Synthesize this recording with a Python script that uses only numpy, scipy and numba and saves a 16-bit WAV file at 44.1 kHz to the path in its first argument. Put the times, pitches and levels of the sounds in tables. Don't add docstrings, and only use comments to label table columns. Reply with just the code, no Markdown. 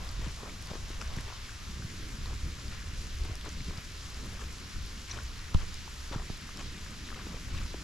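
import sys
import numpy as np
from scipy import signal
from scipy.fft import rfft, irfft, next_fast_len
from scipy.io import wavfile
from scipy.ndimage import uniform_filter1d
from numba import njit

SR = 44100
rng = np.random.default_rng(int(sys.argv[2]) if len(sys.argv) > 2 else 0)


def inscribe(sig):
    pcm = np.round(np.clip(np.atleast_2d(sig).T, -1, 1) * 32767)
    wavfile.write(sys.argv[1], SR, pcm.astype(np.int16))


N = 345679
SIZE = next_fast_len(N)


def undb(db):
    return 10 ** (np.asarray(db) / 20)


def level(x, db):
    return x * undb(db) / np.sqrt(np.mean(x ** 2))


def curves(rows):
    s, *columns = np.transpose(rows)
    return [np.interp(np.arange(N) / SR, s, column) for column in columns]


def over_hz(points):
    hz, value = np.transpose(points)
    bins_hz = np.fft.rfftfreq(SIZE, 1 / SR)
    return np.interp(np.log(bins_hz + 1), np.log(hz), value)


def colour(x, points):
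    spectrum = rfft(x, SIZE) * undb(over_hz(points))
    return level(irfft(spectrum, SIZE)[..., :N], 0)


def walk(rate):
    k = int(SR / rate)
    held = np.repeat(rng.standard_normal(N // 100)[:N // k + 1], k)
    smooth = uniform_filter1d(uniform_filter1d(held, k), k)
    return level(smooth[:N], 0)


def pair(likeness):
    mid, side = rng.standard_normal((2, N))
    share = np.clip(likeness, 0, 1)
    return np.sqrt(1 + share) * mid + np.sqrt(1 - share) * side * np.array([[1], [-1]])


@njit
def grains(n, rows, glide, rise):
    out = np.zeros((2, n))
    for start, turns, fade, left, right in rows:
        phase, i = 0., int(start)
        while phase < 6 * fade and i < n:
            v = np.sin(2 * np.pi * phase) * np.exp(-phase / fade) * min(phase / rise, 1.)
            out[0, i] += left * v
            out[1, i] += right * v
            phase += min(turns * (1 + glide * phase / fade), .45)
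            i += 1
    return out


def ring(s, db, hz, pan_db, cycles, glide, rise=0.11):
    fade = np.maximum(cycles, .3) / 2
    crest = np.exp(-rise / fade)
    left = undb(db + pan_db / 2) / crest
    right = undb(db - pan_db / 2) / crest
    rows = np.array(np.broadcast_arrays(s * SR, hz / SR, fade, left, right))
    return grains(N, np.ascontiguousarray(rows.T), glide, rise)


def wash():
    # freq_hz, density_db (per Hz)
    wash_spectrum = [(300, -30), (500, 2.5), (750, 0), (1100, 4), (2500, -38)]
    fade_at_s, fade_length_s, wash_db = 1.5, 0.24, -58
    fade = 1 / (1 + np.exp((np.arange(N) / SR - fade_at_s) / fade_length_s))
    gusty = colour(pair(0.53), wash_spectrum) * undb(4.1 * walk(10.67))
    return level(gusty, wash_db) * fade


def wind():
    # time_s, rumble_db, flutter_db
    wind_levels = [(0.0, -41, -53.5), (1.07, -41, -52.5), (1.55, -43.5, -55), (1.79, -40, -48.5),
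                   (2.82, -39.5, -50.5), (4.08, -42, -54.5), (4.25, -40.5, -50), (5.13, -46, -54),
                   (5.63, -39, -50.5), (6.05, -43.5, -57.5), (6.2, -43.5, -51), (7.42, -44, -49),
                   (7.53, -37.5, -47.5), (7.84, -46, -48.5)]
    # freq_hz, density_db (per Hz)
    rumble_spectrum = [(12, -4), (28, 2), (45, -2.5), (65, 0), (110, -10), (160, -20.5), (300, -79)]
    flutter_spectrum = [(60, -7), (130, -3), (200, -3), (350, -11.5), (600, -23.5), (1000, -57)]
    # time_s, rumble_swell_db
    steps = [(0.22, 8), (0.73, 2), (1.18, 4.5), (1.7, 4), (2.25, 4), (2.7, 1.5), (3.23, 4), (3.7, 5.5),
             (4.22, 2), (4.78, 6.5), (5.15, 6.5), (6.16, 5.5), (6.63, 5)]
    swing_rise_s, swing_fall_s = 0.063, 0.097
    flutter_share = 0.5
    rumble_db, flutter_db = curves(wind_levels)
    t = np.arange(N) / SR
    swing_db = 0
    for s, swell_db in steps:
        width_s = np.where(t < s, swing_rise_s, swing_fall_s)
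        swing_db = swing_db + swell_db * np.exp(-((t - s) / width_s) ** 2)
    rumble = level(colour(pair(0.947), rumble_spectrum) * undb(1.5 * walk(8)), 0)
    flutter = level(colour(pair(0.97), flutter_spectrum) * undb(2.3 * walk(25)), 0)
    return undb(rumble_db + swing_db) * rumble + undb(flutter_db + flutter_share * swing_db) * flutter


def drizzle(count=9000):
    # freq_hz, density_db (per Hz)
    drizzle_spectrum = [(180, -3), (300, -8.5), (391, -5.5), (562, -9), (821, -9.5), (1020, -4.5),
                        (1300, -2.5), (5570, -5.5), (7500, -11), (8700, -22.5), (10300, -17), (12500, -22),
                        (14000, -28), (15500, -83)]
    # freq_hz, left_right_correlation
    likeness = [(300, 0.65), (800, 0.68), (2400, 0.65), (5000, 0.64), (9000, 0.48), (12000, 0.013)]
    # freq_hz, left_minus_right_db
    balance = [(300, -1), (700, 4.5), (1300, 1.5), (2400, 2), (4400, -1), (8100, 1.5), (12000, 3)]
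    # freq_hz, left_lead_rad
    lead = [(500, -0.76), (3100, -0.51), (5800, -0.85), (15000, 0.61)]
    drizzle_db = -48
    noise = rng.standard_normal((3, N))
    when, rarity, sign = rng.random((count, 3)).T
    near = np.zeros(N)
    near[(when * N).astype(int)] = undb(-2.6 * np.log(rarity + 0.0033)) * np.sign(sign - .5)
    noise[0] += level(np.diff(near, prepend=0), 1.0)
    both, left, right = rfft(noise, SIZE) * undb(over_hz(drizzle_spectrum))
    shared = np.clip(over_hz(likeness), 0, 1)
    ports = np.sqrt(shared) * both + np.sqrt(1 - shared) * np.array([left, right])
    tilt = undb(over_hz(balance) / 2) * np.exp(.5j * over_hz(lead))
    ports = ports * np.array([tilt, 1 / tilt])
    octave = np.log2(np.fft.rfftfreq(SIZE, 1 / SR) / 250 + 1e-9)
    out, swell_db = 0, 0.058 * walk(6.2)
    for k in range(8):
        band = np.cos(np.pi / 2 * np.clip(octave - k, -1, 1)) ** 2
        waver_db = (0.99 + 0.0082 * k) * walk(24)
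        out = out + irfft(ports * band, SIZE)[:, :N] * undb(swell_db + waver_db)
    return level(out, drizzle_db)


def patter(count=55):
    faint_edge_db = -42
    s, sharp, bright, side = rng.random((count, 4)).T
    hz = 6000 * 2 ** (0.9 * bright)
    pan_db = 4.0 + 8.8 * (side - .5)
    return ring(s * N / SR, faint_edge_db + 7.3 * sharp, hz, pan_db, 2.5, glide=0., rise=0.3)


def ticks():
    # start_s, ring_peak_db, ring_hz, edge_peak_db
    tick_rows = [(0.091, -30.5, 4720, -52), (0.625, -35, 4840, -34), (0.672, -35, 4350, -35),
                 (1.0122, -33, 2440, -50), (1.0154, -28, 5360, -50), (1.0765, -34, 5600, -44),
                 (1.1378, -38, 3460, -39), (1.1667, -35, 5180, -45), (1.2097, -35, 5020, -32),
                 (1.2795, -44, 3870, -46), (2.2584, -32, 4080, -42), (2.6815, -33.5, 4470, -49),
                 (3.237, -34, 4500, -42), (3.3548, -31.5, 5200, -33), (3.412, -36, 3200, -36),
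                 (3.4912, -30, 6000, -50), (3.7752, -31, 4800, -48), (4.1021, -41, 3880, -46),
                 (4.1445, -33, 4630, -45), (4.2388, -37, 4200, -42), (4.584, -37, 4180, -40),
                 (5.3595, -40, 3800, -42), (5.3924, -33, 4020, -48), (5.7429, -32, 4800, -33),
                 (5.8784, -42, 3000, -49), (6.5725, -29, 5040, -37), (6.782, -37, 3240, -40),
                 (7.1447, -35, 3000, -44)]
    s, db, hz, edge_db = np.transpose(tick_rows)
    edge = ring(s, edge_db, 9500, 3.2, 3.7, glide=0.)
    body = ring(s, db, hz, 1.0, 6.3, glide=0.042, rise=0.58)
    return body - edge


def knocks():
    # start_s, tap_left_db, tap_right_db, heave_db, rattle_db
    knock_rows = [(5.5462, -13.5, -27, -9.5, -25), (6.3013, -22, -15, -31, -48)]
    # freq_hz, left_db, right_db, t60_s, signed_direction
    modes = [(8.9, -30, -12, 0.6, -0.72), (23.8, -9, -11, 0.3, 0.88), (38, -23, -4, 0.15, 0.69),
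             (79, 1.5, -9, 0.07, 0.89), (143, -14, -8, 0.07, 0.79)]
    # after_tap_s, freq_hz, peak_db
    rattle = [(-.003, 1250, -6), (-.0025, 6400, -4), (0., 1150, -2), (0., 3130, 2), (.01, 1050, -8)]
    heave_lag = [
        [0.003],
        [0.0016],
    ]
    tap_hz, tap_t60_s = 146, 0.012
    out, t = np.zeros((2, N)), np.arange(SR // 2) / SR
    tap = -np.sin(2 * np.pi * tap_hz * t) * undb(-60 * t / tap_t60_s) * np.clip(t / 0.0015, 0, 1)
    late = np.maximum(t - np.array(heave_lag), 0)
    heave = 0
    for hz, left_db, right_db, t60_s, way in modes:
        decay = undb(-60 * late / t60_s)
        heave = heave + way * undb([[left_db], [right_db]]) * np.sin(2 * np.pi * hz * late) * decay
    after, hz, db = np.transpose(rattle)
    for s, left_db, right_db, heave_db, rattle_db in knock_rows:
        i = int(s * SR)
        out[:, i:i + len(t)] += undb([[left_db], [right_db]]) * tap + undb(heave_db) * heave
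        out += ring(s + after, db + rattle_db, hz, -10.0, 2.0, glide=0., rise=0.18)
    return out


def squirt():
    # start_s, peak_db, pitch_hz
    spurts = [(5.0958, -39, 5300), (5.105, -39, 5700), (5.1115, -30, 6000), (5.1145, -30, 5700),
              (5.1135, -37, 3900), (5.12, -35, 5950), (5.117, -36, 4140)]
    s, db, hz = np.transpose(spurts)
    return ring(s, db, hz, 2.5, 16.0, glide=0.003, rise=5)


def mud(count=2600):
    # start_s, length_s, level_db, brightness_db (from dull to bright)
    squelches = [(0.189, 0.11, -56.5, 0), (0.444, 0.071, -62, -8), (0.688, 0.077, -55.5, -2),
                 (0.898, 0.061, -62, 3), (1, 0.029, -54, 0.5), (1.154, 0.05, -58, 2),
                 (1.266, 0.045, -57, -1), (2.245, 0.099, -62, -4), (2.706, 0.048, -58, 0.5),
                 (3.207, 0.13, -60, -3), (3.446, 0.045, -55, -3.5), (3.674, 0.12, -58.5, 0),
                 (4.123, 0.26, -62, -2), (4.394, 0.045, -57, -2), (5.078, 0.063, -60.5, 6),
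                 (5.123, 0.093, -57.5, -1), (5.581, 0.058, -57, -1), (6.118, 0.044, -49.5, -3),
                 (6.169, 0.065, -57, -3.5), (6.569, 0.066, -57, 1.5), (7.13, 0.09, -59, -1),
                 (7.245, 0.15, -59.5, 0), (7.49, 0.17, -59, 3.5)]
    # lowest_hz, spread_octaves, cycles, left_minus_right_db, offset_db
    bubbles = [(326, 2.19, 3.7, 1.5, 2), (913, 1.06, 9.2, 4.5, 3), (1992, 1.895, 8.2, 5, 4.5)]
    out, t = 0, np.arange(N) / SR
    s, size, side = rng.random((count, 3)).T
    s, burst_db, side = s * N / SR, 6.0 * size, side - .5
    for k, (lowest_hz, octaves, cycles, pan_db, kind_db) in enumerate(bubbles):
        swarm = 0
        for _ in range(2 + k):
            late, pitch, own = rng.random((count, 3)).T
            hz = lowest_hz * 2 ** (octaves * pitch)
            swarm = swarm + ring(s + .008 * late, burst_db + 10.0 * own, hz, pan_db + 17.0 * side,
                                 cycles, glide=0.11, rise=0.46)
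        effort = np.zeros(N)
        for start, length, squelch_db, bright_db in squelches:
            x = np.clip((t - start) / length, -.2, 1.3)
            slopes = np.minimum((x + .2) / 0.54, (1.3 - x) / .5)
            effort += undb(squelch_db + kind_db + (k - 1) * bright_db) * np.clip(slopes, 0, 1)
        out = out + effort * level(swarm, 0)
    return out


def pops():
    # start_s, peak_db, pitch_hz
    pockets = [(0.191, -37, 290), (0.215, -43, 926), (0.264, -31, 268), (0.431, -32.5, 426),
               (0.458, -45, 1320), (0.486, -43, 1300), (0.494, -39, 2250), (0.714, -32, 555),
               (0.734, -33, 450), (0.753, -31.5, 365), (0.902, -34.5, 343), (1.0142, -34.5, 1400),
               (1.166, -36, 356), (1.185, -34, 250), (1.185, -35, 1840), (1.279, -40, 960),
               (1.301, -36, 950), (1.324, -36, 1030), (1.492, -38, 1580), (1.822, -39, 1510),
               (2.257, -41, 1053), (2.298, -42, 1100), (2.33, -42, 1000), (2.724, -39.5, 1330),
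               (2.821, -40, 1650), (3.252, -38, 342), (3.296, -40, 317), (3.444, -41, 600),
               (3.444, -41, 2160), (3.459, -39, 620), (3.466, -42, 1730), (3.466, -40, 420),
               (3.475, -39, 380), (3.482, -35, 414), (3.605, -39, 2240), (3.708, -39, 324),
               (3.708, -36.5, 1060), (4.259, -41.5, 1130), (4.393, -38, 1210), (4.759, -39, 1350),
               (5.177, -36, 1160), (5.187, -31.5, 1460), (5.877, -36, 960), (6.111, -32, 307),
               (6.131, -36, 1070), (6.156, -36, 306), (6.156, -41, 1140), (6.181, -38, 1200),
               (6.22, -39, 1070), (6.297, -35.5, 705), (6.49, -37.5, 1140), (6.863, -40, 1600),
               (7.088, -37, 1820), (7.103, -37, 1690), (7.116, -36, 1240), (7.126, -35, 1250),
               (7.144, -39, 2150), (7.173, -39, 1180), (7.19, -38, 1660), (7.195, -38, 1160),
               (7.267, -33, 360), (7.342, -36.5, 500), (7.546, -43, 1180), (7.58, -46, 1890),
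               (7.614, -41, 1160), (7.74, -31, 554), (7.744, -29.5, 320)]
    s, db, hz = np.transpose(pockets)
    pan_db = 1.5 + 2.5 * np.log2(hz / 300)
    small = hz > 800
    large_db, small_db = np.where(small, -120, db), np.where(small, db, -120)
    large_cycles, small_cycles = 1.73 * (hz / 300) ** 0.39, 4.1 * (hz / 1200)
    out = ring(s + 0.00177, large_db, hz, pan_db, large_cycles, glide=0.0045, rise=0.12)
    out += ring(s + 0.00073, small_db, hz, pan_db, small_cycles, glide=0.0037, rise=0.54)
    film = ring(s, db - 22.0, 2.48 * hz, pan_db, 15.6, glide=0.081)
    return out + film


def thuds():
    # start_s, peak_db, pitch_hz
    landings = [(0.191, -28.5, 95), (0.27, -27.5, 137), (0.708, -30, 177), (1.167, -26, 150),
                (1.792, -31.5, 117), (1.842, -28.5, 110), (2.984, -26.5, 71), (3.209, -26, 61.5),
                (3.292, -32, 121), (3.31, -27.5, 72), (3.605, -29, 121), (3.679, -28.5, 150),
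                (3.69, -30, 110), (3.775, -30, 98), (6.155, -23, 141)]
    s, db, hz = np.transpose(landings)
    return ring(s + 0.00412, db, hz, 0, 1.14, glide=-0.058, rise=0.38)


def scene():
    clicks = patter() + ticks() + knocks() + squirt() + mud() + pops() + thuds()
    clicks = clicks - 0.15 * signal.lfilter(*signal.iirpeak(9400, 3.0, fs=SR), clicks)
    clicks = signal.sosfilt(signal.butter(4, 13200, fs=SR, output="sos"), clicks)
    return wash() + wind() + drizzle() + clicks


def record(dry):
    top_hz = 15500
    return signal.sosfilt(signal.ellip(10, .2, 80, top_hz, fs=SR, output="sos"), dry)


dry = scene()
out = record(dry)
inscribe(out)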